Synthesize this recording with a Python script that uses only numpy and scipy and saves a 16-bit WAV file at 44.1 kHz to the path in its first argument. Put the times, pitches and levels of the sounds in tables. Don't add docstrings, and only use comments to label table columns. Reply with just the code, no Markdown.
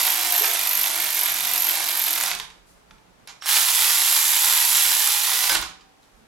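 import sys
import numpy as np
from scipy import signal
from scipy.fft import rfft, irfft, next_fast_len
from scipy.io import wavfile
from scipy.ndimage import uniform_filter1d

SR = 44100
rng = np.random.default_rng(int(sys.argv[2]) if len(sys.argv) > 2 else 0)


def ratio_of_db(decibels):
    return 10 ** (np.asarray(decibels, float) / 20)


def wav_out(sig):
    wavfile.write(sys.argv[1], SR, np.round(np.clip(np.atleast_2d(sig).T, -1, 1) * 32767).astype(np.int16))


N = 276504
T = np.arange(N) / SR

# time in seconds, drive in dB, pawl bite against drive in dB.
RUNS = [
    [(0, -22, -2), (.12, -25, 4.5), (.33, -25.5, 1.5), (.55, -25.5, 3.5), (.78, -26, 3.5),
     (1.25, -27.5, 5.5), (1.7, -26.5, 3.5), (2.09, -27, 4.5), (2.15, -28, 4), (2.26, -27, 1),
     (2.31, -26.5, 4.5), (2.33, -29, -15)],
    [(3.41, -64, -8), (3.428, -40.5, -30), (3.46, -31.5, -4.5), (3.51, -21.5, -5), (3.568, -21, -9),
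     (3.585, -23.5, -1), (4.84, -23.5, 2.5), (5.15, -24, 0.3), (5.45, -25, -4), (5.52, -27, -7.5),
     (5.565, -22, -14)],
]
# level minus drive in dB, rise from in seconds, stall in seconds.
BRUSHES = [(-.4, -.3, 2.29), (3, 3.456, 5.54)]
# gears, pawl, pawl swing over the turn and yoke, all in dB.
BINDS = [(0.5, -3, 4.5, 2.5), (1.5, -1.5, 0.6, 1.5)]
STROKES_A_TURN, FIRST_BIND_STROKE = 20, 4.1


def level(x, db):
    return x * ratio_of_db(db) / np.sqrt(np.mean(x ** 2))


def colour(x, points, taps=2048):
    hz, db = np.transpose(points)
    bins_hz = np.fft.rfftfreq(taps, 1 / SR)
    log_gain = np.interp(np.log(bins_hz + 1), np.log(hz), db) * np.log(10) / 20
    cepstrum = irfft(log_gain)
    cepstrum[1:taps // 2] *= 2
    cepstrum[taps // 2 + 1:] = 0
    return signal.oaconvolve(x, irfft(np.exp(rfft(cepstrum))))[:len(x)]


def ring(x, hz, width_hz):
    return signal.lfilter(*signal.iirpeak(hz, hz / width_hz, SR), x)


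def band(x, lo_hz, hi_hz):
    return signal.sosfilt(signal.butter(3, [lo_hz, hi_hz], "band", fs=SR, output="sos"), x)


def clicks(s, size):
    return np.bincount(np.clip(s * SR, 0, N - 1).astype(int), size, N)


def decay(s):
    return np.exp(-np.arange(int(8 * s * SR) + 2) / (s * SR))


def played(table, column, fall_s):
    s = np.transpose(table)[0]
    after_s = np.clip(T - s[-1], 0, None)
    return ratio_of_db(np.interp(T, s, column)) * np.exp(-after_s / fall_s) * (T >= s[0])


def swells(table, column, fall_s, rise_s=0.039):
    gain = np.zeros(N)
    for row in table:
        start_s, held_s = row[:2]
        rise = np.clip((T - start_s) / rise_s + 1, 0, 1)
        gain += ratio_of_db(row[column]) * rise * np.exp(-np.clip(T - start_s - held_s, 0, None) / fall_s)
    return gain


def walk(rate_hz):
    k = int(SR / rate_hz)
    return 2.0 * uniform_filter1d(np.repeat(rng.standard_normal(N // k + 1), k), k)[:N]


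def shop():
    # frequency in Hz, level in dB.
    tone_shape = [(35, -25), (60, -10), (81, -17.5), (280, -12.5), (456, -9), (537, -11.5), (590, -12.5),
                  (817, -10.5), (962, -12.5), (3240, -21), (6510, -26), (13000, -33), (15800, -42)]
    # start in seconds, held in seconds, low band in dB, high band in dB.
    rustles = [
        (2.55, 0.029, -60, -69),
        (2.69, 0.026, -64, -59),
        (2.77, .04, -63, -76),
        (2.91, .03, -61, -66),
        (3.2, 0.14, -61, -83),
        (6.03, 0.027, -71, -66),
        (6.11, .02, -74, -76),
        (6.17, 0.038, -70, -70),
    ]
    # start in seconds, held in seconds, rumble in dB, frame in dB.
    shakes = [(.78, 0.026, -73, -50), (1.0, 0.11, -72, -58), (1.29, 0.35, -64, -50.5),
              (1.84, 0.24, -72, -56.5), (2.17, 0.076, -74, -51), (2.55, 0.28, -67, -69),
              (2.33, .13, -57, -61), (2.9, 0.38, -70.5, -61), (5.3, .05, -71.5, -58),
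              (5.52, 0.057, -50, -44), (5.58, 0.081, -54, -57), (6.15, .12, -64, -69)]
    rustle_fall_s, shake_fall_s = 0.048, 0.056
    stand_db, frame_db = -74, -61.5
    tone = level(np.array([colour(rng.standard_normal(N), tone_shape) for _ in range(2)]), -57.5)
    for column, lo_hz, hi_hz in [(2, 100, 1500), (3, 4000, 12000)]:
        cloth = level(band(rng.standard_normal((2, N)), lo_hz, hi_hz), -0.75)
        tone += cloth * swells(rustles, column, rustle_fall_s)
    rumble = swells(shakes, 2, shake_fall_s)
    rattle = swells(shakes, 3, shake_fall_s)
    shake = level(band(rng.standard_normal(N), 28, 58), 0) * (ratio_of_db(stand_db) + rumble)
    frame = band(rng.standard_normal(N), 90, 281)
    shake += level(frame + ratio_of_db(5.0) * ring(frame, 180, 10), -8.5) * (ratio_of_db(frame_db) + rattle)
    return tone + shake * ratio_of_db(np.array([[-9.], [4.5]]))


def room(x):
    # frequency in Hz, t60 in seconds, level in dB, left-right likeness 0-1.
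    walls = [(100, 0.37, 4.5, 0.9), (697, 0.41, 0.5, 0.85), (1990, 0.4, -1, 0.06), (5000, 0.41, -4, 0),
             (8900, 0.3, -1.5, 0), (14700, 0.19, -2.5, 0.4)]
    t = T[:SR // 2]
    hz, *columns = np.transpose(walls)
    tails = np.zeros((2, 2, len(t)))
    for f in 100 * 2 ** np.arange(0, 7.5, .5):
        t60_s, db, alike = (np.interp(np.log(f), np.log(hz), c) for c in columns)
        mid, side = band(rng.standard_normal((2, 2, 1, len(t))), f / 1.19, f * 1.19)
        alike = np.clip(alike, 0, 1)
        pairs = np.sqrt(1 + alike) * mid + np.sqrt(1 - alike) * side * np.array([[1], [-1]])
        tails += ratio_of_db(db) * pairs * 1000. ** (-t / t60_s) / np.sqrt(t60_s)
    far = (1 - np.exp(-(t / .014) ** 2)) * ratio_of_db(-38)
    near = ratio_of_db(-34) * (t > .0008) * np.exp(-t / .003)
    tails *= far + near
    angle = 2 * np.pi * 1.3 * T
    places = np.array([[x * np.cos(angle)], [x * np.sin(angle)]])
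    return signal.oaconvolve(places, tails, axes=2)[..., :N].sum(axis=0)


def ports(pair):
    # frequency in Hz, left minus right in dB.
    balance = [(60, 3.5), (110, -3), (200, -9), (380, -5.5), (700, -2.0), (1290, -3.5), (2380, -3.5),
               (4400, -7), (8120, -5), (15000, -2)]
    # frequency in Hz, left port lead in radians.
    lead = [(0, 0), (260, -1.1), (600, -1.0), (2410, -0.7), (3010, -0.4), (4390, -0.4), (4910, -0.1),
            (6290, -0.4), (7670, 0.5), (9040, 1.0), (9650, 0.8), (11500, 0.0), (16600, -0.0)]
    size = next_fast_len(N)
    f = np.fft.rfftfreq(size, 1 / SR)
    hz, balance_db = np.transpose(balance)
    db = np.interp(np.log(f + 1), np.log(hz), balance_db)
    half = ratio_of_db(db / 2) * np.exp(.5j * np.interp(f, *np.transpose(lead)))
    return irfft(rfft(pair, size) * np.array([half, 1 / half]), size)[:, :N]


def rings():
    # start in seconds, pitch in Hz, level in dB, t60 in
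    # seconds.
    lone_tones = [(.408, 418, -26, 0.081), (.42, 506, -32.5, 0.18), (2.249, 176, -52.5, 0.87),
                  (2.32, 398, -45, .1), (2.4, 172, -55.5, 0.28), (2.401, 435, -46, 0.081),
                  (3.275, 9740, -46, 0.048), (5.33, 406, -46, 0.3), (5.501, 548, -29, 0.089),
                  (5.518, 336, -28, 0.053), (5.55, 178, -49.5, 0.42), (5.552, 411, -34, 0.087),
                  (5.625, 320, -46, 0.12), (5.63, 1220, -54, 0.86), (5.699, 281, -61.5, 1.8),
                  (6.17, 225, -57, 0.45),
                  (3.411, 5560, -38, .12), (3.436, 5560, -38, .2), (5.62, 768, -46, .8),
                  (2.911, 870, -49, .07), (5.497, 1534, -19, .09), (5.503, 1640, -22, .06),
                  (5.5, 5050, -16, .05), (5.505, 4780, -20, .05), (5.513, 4950, -20, .04),
                  (5.52, 2250, -21, .06), (5.553, 1450, -21, .05), (3.274, 6595, -48, .2),
                  (3.274, 11140, -56, .05)]
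    out = np.zeros(N)
    for s, hz, db, t60_s in lone_tones:
        t = np.clip(T - s, 0, None)
        out += ratio_of_db(db) * np.sin(2 * np.pi * hz * t) * (1 - np.exp(-t / 0.0028)) * 1000. ** (-t / t60_s)
    return out


def knocks():
    # start in seconds, peak in dB, pitch in Hz.
    clatter = [(.0732, -15, 3950), (.388, -18, 4400), (.4434, -15, 2400), (.463, -18, 2800),
               (.482, -17, 10000), (.541, -18, 10500), (.56, -19, 3000), (.84, -16, 2310),
               (.8604, -18, 2680), (.88, -17, 9500), (1.178, -19, 7000), (1.263, -17, 2840),
               (1.284, -19, 2690), (1.3054, -19, 4680), (1.696, -18, 2880), (1.7394, -15, 5500),
               (1.8048, -18, 5200), (1.8272, -17, 3560), (2.092, -19, 6400), (2.137, -19, 5500),
               (2.16, -18.5, 993), (2.2105, -11, 10400), (2.236, -11, 10500), (2.262, -17.5, 2300),
               (2.314, -15, 2340), (2.35, -20.5, 11000), (3.4588, -17.5, 12800), (3.4645, -17.5, 11000),
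               (3.47, -21, 4210), (3.489, -12.5, 2950), (3.524, -18, 2730), (3.542, -15, 4380),
               (3.556, -19, 3500), (3.567, -11, 2790), (3.619, -26, 3900), (5.439, -14, 3060),
               (5.473, -18, 2390), (5.495, -10, 3100), (5.497, -15, 1600), (5.518, -11, 5600),
               (5.549, -13.5, 10800), (5.552, -9.5, 3000), (4.364, -11.5, 5170), (4.443, -12, 3790),
               (4.482, -20, 3500), (4.78, -16.5, 900), (5.075, -17, 1000), (5.293, -18, 3000),
               (5.317, -15, 3100), (5.413, -16, 11000)]
    # start in seconds, peak in dB, treble minus peak in dB,
    # slide minus peak in dB, pitch in Hz.
    handling = [(2.388, -29, 0.5, -9, 3000), (2.399, -19.5, -7, -17, 3000), (2.502, -41, -4, -7, 2360),
                (2.909, -39.5, -35, -24, 1300), (2.982, -51, -14, -16, 2500), (3.274, -26, -8, -13.5, 4300),
                (3.285, -35.5, -12, -7, 3600), (3.297, -36, -16, -9, 3500), (3.422, -28.5, -9.5, -16, 1700),
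                (5.602, -29, -3, -23, 11000), (5.613, -19, -22, -24.5, 13000),
                (5.6253, -13, -22, -17, 5500), (5.808, -44.5, -20, -7, 977), (6.03, -50, -20, -9, 3500)]
    # frequency in Hz, level in dB, t60 in seconds.
    socket_modes = [(833, -12.5, 0.083), (1500, -0.5, .05), (2300, 6.5, 0.045), (3060, -28, .04),
                    (4630, -5, 0.052), (5660, 11, 0.09)]
    # frequency in Hz, level in dB.
    slide_shape = [(500, -23), (800, 5), (2000, 3.5), (4000, 2.5), (7000, -1), (9000, -11.5), (14000, -30)]
    burst_s, burst_cycles = 0.0013, 3.5
    clatter_treble_db, clatter_slide_db = -4.5, -16
    mid, high, slide, pitched = np.zeros((4, N))
    noise = rng.standard_normal((2, N + SR))
    t = T[:8192]
    events = handling + [(s, db, clatter_treble_db, clatter_slide_db, hz) for s, db, hz in clatter]
    for s, db, treble_db, slide_db, hz in events:
        at = slice(int(s * SR), int(s * SR) + len(t))
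        envelope = np.exp(-t / (burst_s + burst_cycles / hz)) * (1 - np.exp(-t / 0.00026))
        crunch = ratio_of_db(db) * envelope * np.sign(noise[0, at])
        mid[at] += crunch
        high[at] += crunch * ratio_of_db(treble_db) * np.exp(-t / 0.0034)
        pitched[at] += ring(ring(crunch, hz, 0.4 * hz), hz, 1.6 * hz)
        slide[at] += ratio_of_db(db + slide_db) * t / 0.011 * np.exp(1 - t / 0.009) * noise[1, at]
    socket = sum(ratio_of_db(db) * ring(mid, hz, 5.4 / t60_s) for hz, db, t60_s in socket_modes)
    return (ratio_of_db(3) * band(mid, 750, 5200) + ratio_of_db(2) * pitched + ratio_of_db(-6) * socket
            + ratio_of_db(-1) * colour(slide, slide_shape) + ratio_of_db(6) * band(high, 6000, 12000))


def yoke(k, turns):
    # level minus drive in dB, low, high and top ring in Hz.
    yoke_rings = [(-10, 2530, 4300, 10300), (-12, 3300, 5100, 10900)]
    loaded_share = .12
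    chance = rng.standard_normal((int(turns[-1]), 2))
    stroke = np.arange(len(chance))
    turn = (stroke - int(FIRST_BIND_STROKE)) / STROKES_A_TURN % 1
    db = 2.6 * np.tanh(chance[:, 0]) + BINDS[k][3] * np.exp(-turn / loaded_share)
    at = stroke + FIRST_BIND_STROKE % 1 + .03 * chance[:, 1]
    hits = clicks(np.interp(at, turns, T), ratio_of_db(db))
    crunch = signal.oaconvolve(hits, decay(.0011))[:N] * np.sign(rng.standard_normal(N))
    gain_db, low_hz, high_hz, top_hz = yoke_rings[k]
    rung = ring(crunch, low_hz, 700) + ring(crunch, high_hz, 2200) + .8 * ring(crunch, top_hz, 1800)
    return level(rung, gain_db)


def whine(k, speed_hz, turns):
    # level in dB, resonance in Hz, width in Hz.
    whine_peaks = [(-41.5, 728, 70), (-45, 830, 120)]
    teeth_per_stroke = 13.3
    db, hz, width_hz = whine_peaks[k]
    _, rise_s, stall_s = BRUSHES[k]
    on = uniform_filter1d(1. 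* (T > rise_s + .12) * (T < stall_s), SR // 10)
    swell = 1 / (1 + ((teeth_per_stroke * speed_hz - hz) / width_hz) ** 4)
    return ratio_of_db(db + 0.9 * walk(18)) * on * swell * np.sin(2 * np.pi * teeth_per_stroke * turns)


def ratchet(k, turns):
    # place in stroke 0-1, level in dB.
    teeth_passed = [
        [(.07, -1.5), (.22, 2), (.37, -9.5), (.52, -4.5), (.66, 0.5), (.8, 13), (.94, 11.5)],
        [(.06, -21), (.22, -7), (.33, 3), (.46, -3), (.56, 1.5), (.72, -6.5), (.9, 1.5)],
    ]
    # frequency in Hz, width in Hz, level in dB.
    head_modes = [
        [(7320, 1230, -12.5), (11040, 440, -3), (12750, 2000, -10), (12530, 580, 6), (12770, 950, -8)],
        [(7700, 670, 0.7), (10920, 660, 2.5), (11700, 460, 1), (12570, 440, 2.5), (12830, 390, 1.5)],
    ]
    # frequency in Hz, level in dB per Hz.
    gear_shape = [
        [(88, -49), (150, -28.5), (269, -23.5), (336, -16.5), (542, -10.5), (689, -2), (832, -1), (971, -1),
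         (1300, -0.5), (2250, 2), (2580, 1.5), (3570, 3), (9000, -4.5), (11700, -30.5), (19800, -120)],
        [(88, -63.5), (150, -52), (178, -22.5), (211, -47), (288, -32.5), (347, -22), (643, -13.5), (876, -2.5),
         (1320, -5.5), (3510, 0.5), (6280, -10), (7580, -3.5), (9000, -8), (11700, -26), (19800, -120)],
    ]
    # frequency in Hz, width in Hz, level in dB.
    body_modes = [
        [(336, 26, 9.5), (740, 88, -4.5), (943, 61, 0), (2200, 260, -8.5), (3630, 260, -29)],
        [(342, 20, -1), (944, 310, -14.5), (1965, 280, -10), (3000, 89, -26), (5340, 180, -12)],
    ]
    # frequency in Hz, level in dB.
    hiss_shape = [
        [(2400, -37), (4000, -6), (6500, -4.5), (8800, -8), (11600, 2), (13400, -32), (13900, -1),
         (15800, -10.5)],
        [(2400, -47), (4000, -8.5), (6500, -2.5), (8800, -8), (11000, 0), (13400, -5.5), (13900, -5.5),
         (15800, -8.5)],
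    ]
    spin_up_s = 0.018
    bind_share, slack_turn = 0.033, 0.33
    s, drive_db, bite_db = np.transpose(RUNS[k])
    place, tooth_db = np.transpose(teeth_passed[k])
    chance = rng.standard_normal((int(turns[-1]), len(place), 3))
    at = np.arange(len(chance))[:, None] + place + .02 * chance[..., 0]
    stroke_db = 1.1 * np.tanh(uniform_filter1d(chance[:, :1, 2], 5, axis=0) * 2)
    click_db = tooth_db + 2.8 * np.tanh(chance[..., 1]) + stroke_db
    teeth = clicks(np.interp(at, turns, T).ravel(), ratio_of_db(click_db).ravel())
    scrape = signal.oaconvolve(teeth, decay(0.00075))[:N] * np.tanh(rng.standard_normal(N))
    head = sum(ratio_of_db(db) * ring(ring(scrape, hz, 2.2 * w), hz, 1.6 * w) for hz, w, db in head_modes[k])

    loose = rng.random((9000, 2))
    rattle = clicks(loose[:, 0] * T[-1], ratio_of_db(-3.0 * np.log(loose[:, 1] + 0.044)))
    rattle = signal.oaconvolve(rattle, decay(0.00062))[:N] * rng.standard_normal(N)
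    rattle *= ratio_of_db(1.2 * np.tanh(walk(30)))
    drive = level(rattle, 4.5) + level(scrape, -1.2) + level(rng.standard_normal(N), -0.78)
    gears = colour(drive, gear_shape[k])
    gears = gears + sum(ratio_of_db(db) * ring(gears, hz, w) for hz, w, db in body_modes[k])

    rub = level(rattle, 7.2) + level(scrape, -0.5) + level(rng.standard_normal(N), 5.8)
    hiss = colour(rub, hiss_shape[k])
    hiss_db, rise_s, stall_s = BRUSHES[k]
    spinning = np.clip((T - rise_s) / spin_up_s, .2, 1) * np.exp(-np.clip(T - stall_s, 0, None) / 0.0074)

    turn = (turns - FIRST_BIND_STROKE) / STROKES_A_TURN % 1
    bind = np.exp(-turn / bind_share)
    gears_db, pawl_db, swing_db, _ = BINDS[k]
    pawl_gain = ratio_of_db(pawl_db * bind - swing_db * np.cos(2 * np.pi * (turn - slack_turn)))
    return (level(gears, -2.7) * played(RUNS[k], drive_db, 0.016) * ratio_of_db(gears_db * bind)
            + level(hiss, -2.3) * played(RUNS[k], drive_db + hiss_db, .015) * spinning
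            + level(head, -3.5) * played(RUNS[k], drive_db + bite_db, .013) * pawl_gain
            + yoke(k, turns) * played(RUNS[k], drive_db, .016))


def scene():
    # time in seconds, speed in strokes Hz.
    crank_speeds = [
        [(0, 57.3), (.3, 53.4), (.6, 50.5), (.9, 48.4), (1.1, 46.9), (1.5, 46.1), (1.95, 45.5), (2.1, 44.3),
         (2.35, 35.5)],
        [(3.4, 45), (3.52, 72), (3.7, 78), (4.75, 77.8), (4.87, 70), (5.0, 65), (5.3, 58.3), (5.45, 55),
         (5.65, 50)],
    ]
    speed_hz = np.interp(T, *np.transpose(crank_speeds[0] + crank_speeds[1]))
    turns = np.cumsum(speed_hz) / SR
    tool = sum(ratchet(k, turns) + whine(k, speed_hz, turns) for k in range(2)) + knocks() + rings()
    return ports(tool + room(tool)) + shop()


def dropouts(x):
    # from in seconds, to in seconds.
    top_gaps = [
        (.37, .405),
        (.675, .7),
        (1.187, 1.2),
        (1.57, 1.59),
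        (2.045, 2.06),
        (2.085, 2.1),
        (2.43, 2.6),
        (3.274, 3.41),
        (5.635, 5.8),
    ]
    out, weakness = x.copy(), walk(17)
    first_stall_s = RUNS[0][-1][0]
    gaps = sum(1. * (T > a) * (T < b) for a, b in top_gaps)
    for lo_hz in (13800, 14300, 14800, 15300):
        limit = 1.0 + (lo_hz - 13800) / 2500 + 2.5 * (T > first_stall_s)
        lost = uniform_filter1d(1. * (weakness + .6 * walk(30) > limit), 256)
        lost = np.maximum(lost, uniform_filter1d(gaps * (lo_hz > 14000), 64))
        strip = signal.butter(3, [lo_hz - 60, lo_hz + 560], "band", fs=SR, output="sos")
        out -= lost * signal.sosfiltfilt(strip, out)
    return out


def roll_off(x):
    return signal.sosfilt(signal.butter(12, 17030, fs=SR, output="sos"), x)


def record(dry):
    top_cut = signal.ellip(10, .2, 70, 15900, fs=SR, output="sos")
    rounded = np.tanh(1.5 * dry) / 1.5
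    return roll_off(dropouts(signal.sosfilt(top_cut, rounded)))


dry = scene()
out = record(dry)
wav_out(out)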